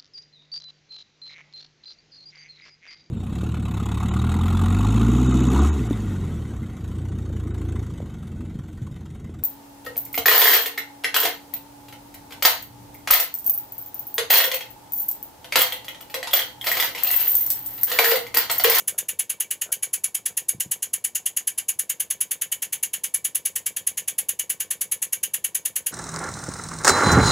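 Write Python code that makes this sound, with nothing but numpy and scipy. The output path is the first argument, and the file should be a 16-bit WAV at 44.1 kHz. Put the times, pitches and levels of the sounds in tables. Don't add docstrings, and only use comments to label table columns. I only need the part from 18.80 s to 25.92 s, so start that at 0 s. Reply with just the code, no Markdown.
import sys
import numpy as np
from scipy import signal
from scipy.fft import rfft, irfft, next_fast_len
from scipy.io import wavfile

SR = 44100
rng = np.random.default_rng(int(sys.argv[2]) if len(sys.argv) > 2 else 0)


def file_out(sig):
    cols = np.atleast_2d(sig).T
    lim = np.clip(cols, -1, 1)
    pcm = np.round(lim * 32767).astype(np.int16)
    wavfile.write(sys.argv[1], SR, pcm)


def undo_db(level):
    steps = np.asarray(level, float) / 20
    return 10 ** steps


N = 313987


def at_hz(points, hz):
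    table_hz, values = np.transpose(points)
    return np.interp(np.log(hz + 1), np.log(table_hz), values)


def rms_one(x):
    return x / np.sqrt(np.mean(x ** 2) + 1e-20)


def shaped(x, response):
    length = x.shape[-1]
    size = 2 * next_fast_len(length // 2 + SR // 8)
    hz = np.arange(size // 2 + 1) * SR / size
    return irfft(rfft(x, size) * response(hz), size)[..., :length]


def flutter(rate_hz):
    return rms_one(shaped(rng.standard_normal(N), lambda hz: 1 / (1 + (hz / rate_hz) ** 2)))


def struck(times_s, levels_db, modes, soft_hz, scatter_db):
    out = np.zeros(N)
    at = (np.asarray(times_s) * SR).astype(int)
    luck = rng.standard_normal((len(at), len(modes)))
    for k, (hz, level_db, t60_s) in enumerate(modes):
        clicks = np.full(N, 1e-18)
        clicks[at] = undo_db(np.asarray(levels_db) + level_db + scatter_db * luck[:, k])
        radius, angle = undo_db(-60 / (t60_s * SR)), 2 * np.pi * hz / SR
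        out += signal.lfilter([0, np.sin(angle)], [1, -2 * radius * np.cos(angle), radius ** 2], clicks)
    return signal.sosfilt(signal.butter(2, soft_hz, fs=SR, output="sos"), out)


# hz, level_db (per Hz)
SHOP_AIR = [(25, -20), (50, -18), (100, -4), (200, -6.5), (300, -3), (500, -3), (800, -7.5), (960, -3),
            (1300, -17.5), (4000, -18), (11000, -23), (17000, -44)]


def shop_air():
    air = shaped(rng.standard_normal((2, N)), lambda hz: undo_db(at_hz(SHOP_AIR, hz)))
    return undo_db(-60.5) * rms_one(air) * undo_db([[0], [-10.5]])


# time_s, share (0-1)
GRIP = [
    (0, 0),
    (.95, 0),
    (1.1, 1),
    (2.92, 1),
    (3.05, 0),
    (7.2, 0),
]


def held(s):
    return np.interp(s, *np.transpose(GRIP))


# time_s, turns_done
CRANK_TURNS = [(-.031, 0), (.2826, 3), (.5987, 6), (1.2355, 12), (1.3431, 13), (1.4537, 14), (1.5673, 15),
               (1.7981, 17), (2.0213, 19), (2.2396, 21), (2.5632, 24), (2.9877, 28), (3.1964, 30),
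               (3.8186, 36), (5.0655, 48), (6.2172, 59), (6.5343, 62), (7.0601, 67)]


def turn_times(share):
    s, turns = np.transpose(CRANK_TURNS)
    opens = np.interp(np.arange(turns[-1] + 1), turns, s)
    return opens + share * np.gradient(opens)


# time_s, swing_db
UNEVEN_STROKES = [(.28, -1.5), (.6, 0), (.71, -2.5), (.81, -3), (.92, 1), (1.02, -5.5), (1.13, -0.5),
                  (1.45, -3.3), (2.02, -3.5), (2.35, -1.5), (2.78, -3.5), (2.88, 2), (3.3, -1.5),
                  (3.82, -4), (3.92, -1.5), (4.13, -3), (4.23, -2.5), (4.55, 1), (4.65, -1.5), (4.75, -2),
                  (4.86, -2.5), (4.96, -3.5), (5.07, 0), (5.17, -3.5), (5.27, -2.5), (5.48, 2),
                  (5.59, -1.5), (5.8, -3.5), (5.9, -2.5), (6.74, -1.5)]


def strokes():
    opens = turn_times(0)
    grip = held(opens)
    luck = rng.standard_normal((len(opens), 5))
    swing_db = 0.4 * luck[:, 0]
    for s, db in UNEVEN_STROKES:
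        swing_db[np.argmin(abs(opens - s))] = db
    rise_ms = 8.95 + 1.0 * np.tanh(luck[:, 1])
    jet_db = -10 + 1.92 * grip + swing_db

    def share_db(k, usual_db, lazy, scatter_db, held_db):
        return usual_db - lazy * swing_db + scatter_db * luck[:, 2 + k] + held_db * grip

    pipe_db = share_db(0, usual_db=-1, lazy=0.52, scatter_db=0.5, held_db=0.04)
    cylinder_db = share_db(1, usual_db=-0.5, lazy=0.73, scatter_db=0.32, held_db=-2.5)
    push_db = share_db(2, usual_db=-13, lazy=0.67, scatter_db=-0.66, held_db=-0.6)
    return opens, rise_ms, jet_db, pipe_db, cylinder_db, push_db


# hz, level_db (per Hz)
JET_COLOUR = [(400, -33.5), (800, -27.5), (1300, -27), (1810, -15), (2490, -19), (2900, -12.5),
              (3960, -19.5), (5290, -18.5), (6630, -6), (8300, -11.5), (10800, -2), (12000, -7),
              (14000, -6.5), (15700, -12.5)]
# hz, width_hz, level_db
PORT_MODES = [(1120, 130, -35), (1800, 300, -25), (2280, 110, -19), (2900, 600, -17), (3660, 90, -25),
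              (4930, 80, -25), (5760, 50, -25), (6420, 90, -12), (6600, 60, -12), (6850, 280, -10),
              (7800, 250, -13), (8330, 80, -19), (9200, 200, -14), (9620, 120, -12), (10250, 260, -11),
              (10650, 110, -4), (10950, 300, 1), (11400, 120, -8), (11980, 60, -13), (12310, 90, -10),
              (12900, 220, -11), (13800, 160, -13), (14520, 170, -14), (15100, 160, -17), (15600, 150, -18)]


def nozzle(hz, broad_db, peaks_db):
    power = undo_db(2 * (at_hz(JET_COLOUR, hz) + broad_db))
    for (top_hz, width_hz, level_db), lift_db in zip(PORT_MODES, peaks_db):
        power = power + undo_db(2 * (level_db + lift_db)) / (1 + (2 * (hz - top_hz) / width_hz) ** 2) ** 2
    cepstrum = irfft(.5 * np.log(power))
    half = len(cepstrum) // 2
    cepstrum[1:half] *= 2
    cepstrum[half + 1:] = 0
    return np.exp(rfft(cepstrum))


def seated(flow, lean, broad_db, peaks_db):
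    favour_db = 3.0 * (-1) ** np.arange(len(PORT_MODES))
    one = shaped(flow * lean, lambda hz: nozzle(hz, broad_db, peaks_db + favour_db))
    other = shaped(flow * (1 - lean), lambda hz: nozzle(hz, broad_db, peaks_db - favour_db))
    return one + other


BORDERS = (4400, 8200, 12300)
BLAST_FALL = (11.4, 2.53, 5.6, 2.4)
PEAK_LAG = (1.2, 1.11, 0.96, 1.12)
PUSH_LEVEL = (6.55, 10, 6.6, 5.1)


def exhaust(crack_db, close_ms, close_db, push_fall_ms, sputter_db, shade_db):
    air = rng.standard_normal(N) * undo_db(sputter_db * np.tanh(flutter(290)))
    opens, rise_ms, jet_db, pipe_db, cylinder_db, push_db = strokes()
    s = np.arange(N) / SR
    turn = np.clip(np.searchsorted(opens, s) - 1, 0, None)
    ms = np.maximum(s - opens[turn], 0) * 1000
    shut = undo_db(close_db * np.clip((ms - close_ms) / 3.1, 0, 1))
    crack = undo_db(crack_db - 5.7 * held(opens)[turn]) * np.minimum(ms / 2, 1)
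    above = [lambda hz, edge=edge: 1 / (1 + (edge / (hz + 1)) ** 16) for edge in BORDERS]
    zones = [lambda hz: 1 - above[0](hz),
             lambda hz: above[0](hz) - above[1](hz),
             lambda hz: above[1](hz) - above[2](hz),
             above[2]]
    shares_db = [cylinder_db, pipe_db, 0 * jet_db, shade_db * held(opens)]
    blast_out = push_out = 0
    for zone, share_db, fall_ms, lag, zone_push_db in zip(zones, shares_db, BLAST_FALL, PEAK_LAG, PUSH_LEVEL):
        peak_ms = rise_ms[turn] * lag
        swell = crack + np.minimum(ms / peak_ms, 1) ** 1.4
        after_ms = np.maximum(ms - peak_ms, 0)
        flow = air * swell * shut * undo_db((jet_db + share_db)[turn])
        blast = np.exp(-after_ms / fall_ms)
        push = undo_db(push_db[turn] + zone_push_db) * np.exp(-after_ms / push_fall_ms)
        blast_out = blast_out + shaped(flow * blast, zone)
        push_out = push_out + shaped(flow * push, zone)
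    lean = rng.random(len(opens))[turn]
    blast_out = seated(blast_out, lean, broad_db=-2.5, peaks_db=5.5)
    return blast_out + seated(push_out, lean, broad_db=-3.0, peaks_db=2.0)


# time_s, level_db
BENCH_SHAKE = [(0, -47.5), (.3, -47.5), (.65, -53.5), (.9, -53), (1.05, -48.5), (1.2, -54), (1.7, -48.5),
               (2.1, -51), (2.4, -56), (2.7, -69), (2.94, -63), (3.04, -51), (3.3, -52.5), (4.35, -54.5),
               (4.7, -50.5), (5.6, -49), (6.3, -50.5), (7.1, -48.5)]


def shake(s):
    return np.interp(s, *np.transpose(BENCH_SHAKE))


# hz, level_db, t60_s
BASE_MODES = [(183.8, -1, 0.064), (139, -4.5, 0.11), (93, -24, 0.11), (302, -6.5, 0.034)]
# hz, level_db, t60_s
FRAME_MODES = [(500, 0, .025), (1080, -14, .03)]
# hz, level_db, t60_s
ROD_MODES = [(2290, -3, .07), (750, -9, .025), (1330, -6, .015), (2040, -5, .02)]
# offset_ms, level_db
PLAY = [
    (-24, -9),
    (-9, -10),
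    (.8, 0),
    (20, -10),
]


def crank(grip_db):
    s = turn_times(.474 - 0.021 * held(turn_times(0)))
    luck = rng.standard_normal((len(s), 2))
    frame_db = shake(s) + 0.84 * luck[:, 0]
    follow_db = .3 * (shake(s) - np.median(frame_db))
    base_db = -58.5 + follow_db - 1.5 * held(s) + luck[:, 1]
    knock = struck(s - .003, -48 + 0 * s, ROD_MODES[:1] + ROD_MODES[2:], 3500, scatter_db=4)
    knock += struck(s + 0.004, -56 + grip_db * held(s), ROD_MODES[1:2], 1270, scatter_db=3)
    for offset_ms, level_db in PLAY:
        at = np.clip(s + offset_ms / 1000, 0, N / SR - .003)
        knock += struck(at, frame_db + level_db + 8.0, FRAME_MODES, 1120, scatter_db=0.05)
        thump_db = np.minimum(base_db, -54) + level_db + 7.5
        knock -= struck(at + .002, thump_db, BASE_MODES[:1], 500, scatter_db=1.2)
    return knock


# start_s, length_s
SLIDES = [
    (.02, .25),
    (.857, .062),
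    (1.49, .04),
]
SLIDE_LEVEL = (-58.5, -48, -57)


def scuffs():
    s, stroke = np.arange(N) / SR, 0
    for (start_s, length_s), level_db in zip(SLIDES, SLIDE_LEVEL):
        part = np.clip((s - start_s) / length_s, 0, 1)
        stroke = stroke + undo_db(level_db) * np.sqrt(part * (1 - part)) * 2
    slips = rng.standard_normal(N) * undo_db(4 * flutter(150))

    def dull(hz):
        return 1 / (1 + ((hz - 550) / 220) ** 2) + 0.59 / (1 + ((hz - 1400) / 150) ** 2)

    return stroke * rms_one(shaped(slips, dull))


def rumble():
    usual_db = np.median(np.array(BENCH_SHAKE)[:, 1])
    level_db = -68.5 + 0.48 * (shake(np.arange(N) / SR) - usual_db)
    band = signal.butter(2, [60, 125], "band", fs=SR, output="sos")
    return undo_db(level_db) * rms_one(signal.sosfilt(band, rng.standard_normal(N)))


THUD_TIMES = [
    1.2,
    1.7465,
    1.764,
    1.782,
    1.86,
    1.877,
    1.897,
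    2.12,
    2.96,
]
THUD_LEVEL = (-60, -33.5, -46, -43.5, -38, -54, -49, -57, -56)


def thuds():
    return struck(THUD_TIMES, THUD_LEVEL, BASE_MODES, 600, scatter_db=1.5)


# hz, t60_s
ROOM_DECAY = [(300, 0.18), (2000, 0.16), (7000, 0.12), (11000, 0.072), (16000, 0.11)]


def room(x, first_ms):
    t = np.arange(int(.3 * SR)) / SR
    noise = rng.standard_normal((2, len(t)))
    edges_hz, tail = 60 * 2 ** np.arange(0, 8.6, .5), 0
    for low_hz, high_hz in zip(edges_hz, np.minimum(edges_hz[1:], .45 * SR)):
        sos = signal.butter(2, [low_hz, high_hz], "band", fs=SR, output="sos")
        t60_s = at_hz(ROOM_DECAY, np.sqrt(low_hz * high_hz))
        tail = tail + signal.sosfilt(sos, noise) * undo_db(-60 * t / t60_s)
    tail = tail * np.clip(t * 1000 / first_ms - 1, 0, 1)
    tail = tail / np.sqrt(np.sum(tail ** 2, axis=1, keepdims=True))
    return signal.fftconvolve(x[None], tail, axes=1)[:, :N]


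def scene():
    room_db, side_db, left_db, lag_s = -8.5, -16.5, .3, 3 / 1.9e6
    air = shop_air()
    jet = exhaust(crack_db=-26.5, close_ms=40, close_db=-5.5, push_fall_ms=22.15, sputter_db=0.0, shade_db=-2.0)
    knocks = crank(grip_db=14) + scuffs() + rumble() - thuds()
    engine = jet + knocks
    wet = room(jet + .5 * knocks, first_ms=2.44)
    mid = engine + undo_db(room_db) * wet[0] + air[0]
    slant = np.gradient(engine) * SR * lag_s
    side = undo_db(room_db + side_db) * wet[1] + air[1] + slant
    return np.array([(mid + side) * undo_db(left_db / 2), (mid - side) * undo_db(-left_db / 2)])


def roll_off(x):
    return signal.sosfilt(signal.butter(12, 16800, fs=SR, output="sos"), x)


def record(dry):
    thin = signal.sosfilt(signal.butter(3, 70, "high", fs=SR, output="sos"), dry)
    rounded = .8 * np.tanh(thin / .8)
    cut = signal.sosfilt(signal.cheby2(12, 28, 15950, fs=SR, output="sos"), rounded)
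    return roll_off(cut)


dry = scene()
out = record(dry)
file_out(out)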